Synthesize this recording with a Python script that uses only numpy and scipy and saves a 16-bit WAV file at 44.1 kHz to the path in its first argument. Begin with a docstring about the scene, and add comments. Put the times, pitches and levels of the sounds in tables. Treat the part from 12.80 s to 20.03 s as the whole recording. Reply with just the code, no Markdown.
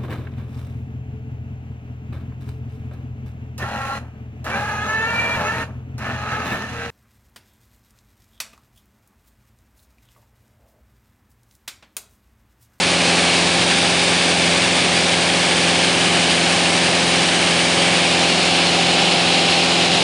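"""A four-cylinder engine and its propeller drone in the cockpit of a light aircraft in level flight.
The drone is a stack of steady tones tied to the engine speed; a low roar of shaped noise lies under it.
Air rushes loudly over the canopy: brighter noise, faintly pulsed by the propeller blades.
The microphone is moved about under the canopy, and turned after five seconds, which shifts the colour."""
import sys
import numpy as np
from scipy import signal
from scipy.fft import rfft, irfft
from scipy.io import wavfile

SR = 44100
rng = np.random.default_rng(int(sys.argv[2]) if len(sys.argv) > 2 else 0)


def transcribe(signal):
    """Save signal, clipped to [-1, 1], as a 16-bit WAV file at the path in sys.argv[1]."""
    frames = np.atleast_2d(signal).T
    limited = np.clip(frames, -1, 1)
    pcm = np.round(limited * 32767).astype(np.int16)
    wavfile.write(sys.argv[1], SR, pcm)


N = 318825

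# the microphone is turned once away from the airflow, quickly at first and then ever more slowly
TURN_AT_S, TURN_SETTLE_S = 5.14, .36


def from_db(db):
    """Turns decibels into a gain."""
    return 10 ** (np.asarray(db) / 20)


def curve(rows, t):
    """Reads a table of (time_s, value) at the times t, joining its points by straight lines."""
    return np.interp(t, *np.transpose(rows))


def spectrum(points, hz):
    """Reads a table of (pitch_hz, level_db), joined by straight lines on a log-frequency axis."""
    point_hz, point_db = np.transpose(points)
    return np.interp(np.log(hz + 1), np.log(point_hz + 1), point_db)


def unit(x):
    """Scales a signal to an rms (average strength) of 1."""
    return x / np.sqrt(np.mean(x ** 2) + 1e-20)


def wander(t, rate_hz):
    """Slow random drift of rms 1, with little movement faster than the rate."""
    grid_s = np.arange(4096) / 400  # 400 points a second
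    hz = np.fft.rfftfreq(len(grid_s), grid_s[1])
    noise_spectrum = rfft(rng.standard_normal(len(grid_s)))
    # weaken the fast movement and remove the constant part
    slow = irfft(noise_spectrum / (1 + (hz / rate_hz) ** 4) * (hz > 0))
    return np.interp(t, grid_s, unit(slow))


def shaped_noise(colour):
    """Noise whose level in dB per Hz is colour(hz, s), set in short overlapping slices of time."""
    hz, s, slices = signal.stft(rng.standard_normal(N), SR, nperseg=2048, noverlap=1536)
    # the square root makes 0 dB mean a power of 1 per Hz
    slices = slices * from_db(colour(hz[:, None], s)) * np.sqrt(SR / 2)
    _, noise = signal.istft(slices, SR, nperseg=2048, noverlap=1536)
    return noise[:N]


def bell(x, centre, width):
    """A smooth peak of height 1."""
    return np.exp(-.5 * ((x - centre) / width) ** 2)


def crossover_db(ratio):
    """A steep slope that cuts the level as the ratio passes 1."""
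    return -10 * np.log10(1 + ratio ** 16)


def engine_cycles(t, start_firing_hz=86.37, sag_hz_per_s=.07, jitter=.0003):
    """Running count of engine cycles; speed sags very slightly and uneven combustion makes it tremble."""
    firing_hz = start_firing_hz - sag_hz_per_s * t
    cycle_hz = firing_hz / 4  # four firings make one engine cycle
    return np.cumsum(cycle_hz * (1 + jitter * wander(t, rate_hz=6))) / SR


def standing_db(hz, s):
    """Moving through the cockpit's standing waves lifts some bands and lowers others."""
    # place of the microphone across the cockpit: (time_s, place from about -1 to 1)
    mic_place = [(0, -.35), (1.2, -0.73), (3, -0.35), (3.4, .35), (5, 0.23), (5.8, 1)]
    # standing waves of the cockpit: (pitch_hz, width_hz, gain_db per unit of place)
    standing_waves = [(85, 25, -1.5), (345, 25, 1), (550, 50, -0.3), (767, 71, 3)]
    bands_db = sum(db * bell(hz, centre_hz, width_hz) for centre_hz, width_hz, db in standing_waves)
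    return curve(mic_place, s) * bands_db


def drone(t, cycles, level_db=0, firing_waver_db=.5, uneven_waver_db=1.3, upper_db=-47, upper_fall_db=0.3):
    """Firing and blade harmonics, with lines between them because the cylinders differ."""
    # exhaust and propeller tones before waver and standing waves: (multiple of cycle rate, level_db rms)
    # every fourth multiple is a firing and blade harmonic
    engine_lines = [(4, -41), (5, -47.2), (6, -44.8), (8, -28.2), (9, -37), (10, -45), (11, -47),
                    (12, -33.6), (13, -39.7), (14, -41.4), (15, -40.7), (16, -33.8), (17, -43.8),
                    (18, -35.6), (19, -46.7), (20, -37.3), (22, -46.8), (23, -46), (24, -35), (25, -41.2),
                    (26, -34.5), (27, -42.4), (28, -40), (29, -46), (30, -43.2), (31, -43), (32, -38),
                    (33, -38), (34, -41.5), (35, -40), (36, -39.5), (37, -35), (39, -45.5), (40, -42.5)]
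    # higher crankshaft harmonics sink into the rush
    upper_lines = [(order, upper_db - upper_fall_db * (order - 42)) for order in range(42, 66, 2)]
    tones = np.zeros(N)
    for order, db in engine_lines + upper_lines:
        is_firing = order % 4 == 0
        mean_hz = order * cycles[-1] / t[-1]
        waver_db = (firing_waver_db if is_firing else uneven_waver_db) * wander(t, rate_hz=3.1)
        gain = from_db(db + waver_db + standing_db(mean_hz, t))
        # reflections in the cockpit scatter the phases, smearing the firings into a drone
        random_phase = rng.random()
        tones += gain * np.cos(2 * np.pi * (order * cycles + random_phase))
    return np.sqrt(2) * from_db(level_db) * tones  # the root of 2 turns rms into peak height


def roar(top_hz=950, standing_share=.35, level_db=0):
    """Turbulence and combustion noise booming in the cockpit, feeling the standing waves only in part."""
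    # low roar before standing waves and the cut at the top: (pitch_hz, level_db per Hz)
    roar_levels = [(25, -82.4), (60, -78), (90, -63), (120, -57.5), (200, -56), (450, -56.5), (540, -54.5),
                   (650, -55), (820, -53), (950, -56)]

    def colour(hz, s):
        return spectrum(roar_levels, hz) + standing_share * standing_db(hz, s) + crossover_db(hz / top_hz)
    return from_db(level_db) * shaped_noise(colour)


def turned(s):
    """How far the microphone has been turned, 0-1."""
    return 1 - np.exp(-np.maximum(s - TURN_AT_S, 0) / TURN_SETTLE_S)


def hollow_db(hz, s, width_hz=180, sound_m_per_s=343):
    """Peaks of the canopy echo: they slide down as the microphone draws away from the canopy."""
    # distance from the microphone to the canopy: (time_s, gap_m)
    canopy_gap = [(0, 0.1216), (0.4, 0.12), (0.9, 0.1394), (1.5, 0.1477), (2.4, 0.1489), (3.2, 0.1719),
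                  (4.85, 0.1739), (5.5, 0.12), (7.23, 0.13)]
    # peaks where the echo off the canopy adds to the rush: (half wavelengths in the gap, boost_db)
    echo_peaks = [(2, 0.76), (3, 2.2), (4, 0.5)]
    spacing_hz = sound_m_per_s / (2 * curve(canopy_gap, s))
    return sum(db * bell(hz, order * spacing_hz, width_hz) for order, db in echo_peaks)


def rush(t, cycles, bottom_hz=950, blade_depth=0.059, buffet_db=0.5, level_db=-.1, turn_loss_db=-0.57):
    """Air over the canopy, coloured by the microphone's place and pulsed by the propeller wash."""
    # basic colour of the air with the microphone facing sideways: (pitch_hz, level_db per Hz)
    side_levels = [(950, -57.5), (1150, -56.5), (1350, -58.5), (1700, -53.5), (1950, -56.5), (2250, -51.5),
                   (3000, -53.5), (4200, -56), (4750, -56.5), (5400, -60.5), (7000, -64.0), (7800, -64.5),
                   (8700, -63), (9900, -65.3)]
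    # basic colour once it is turned, before the turn's loss: (pitch_hz, level_db per Hz)
    turned_levels = [(950, -57), (1500, -57.5), (1750, -56.6), (1950, -56.5), (2250, -53), (2800, -49.5),
                     (3600, -53), (4150, -54), (4900, -56.5), (5300, -59), (6000, -64), (6700, -63.5),
                     (8400, -67), (9900, -67)]

    def colour(hz, s):
        turn = turned(s)
        side_db = spectrum(side_levels, hz)
        turned_db = spectrum(turned_levels, hz) + turn_loss_db
        facing_db = (1 - turn) * side_db + turn * turned_db
        # the middle of the rush swells briefly around the start of the turn
        swell_db = 2.2 * bell(s, TURN_AT_S, width=.13) * bell(hz, 2600, width=450)
        return facing_db + hollow_db(hz, s) + swell_db + crossover_db(bottom_hz / (hz + 1))
    # two blades and two shaft turns: four passes in each engine cycle
    blades = np.cos(2 * np.pi * 4 * cycles)
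    flow_db = level_db + buffet_db * wander(t, rate_hz=23)
    return shaped_noise(colour) * from_db(flow_db) * (1 + blade_depth * blades)


def scene():
    """Engine and air at one microphone, alike in both channels."""
    t = np.arange(N) / SR
    cycles = engine_cycles(t)
    cockpit = drone(t, cycles) + roar() + rush(t, cycles)
    return np.array([cockpit, cockpit])


def record(dry, edge_hz=10030):
    """A small camera's steep band limit: a long filter that removes the treble above the edge."""
    taps = signal.firwin(1023, edge_hz, window=("kaiser", 9), fs=SR)
    return signal.oaconvolve(dry, taps[None], "same")


dry = scene()
out = record(dry)
transcribe(out)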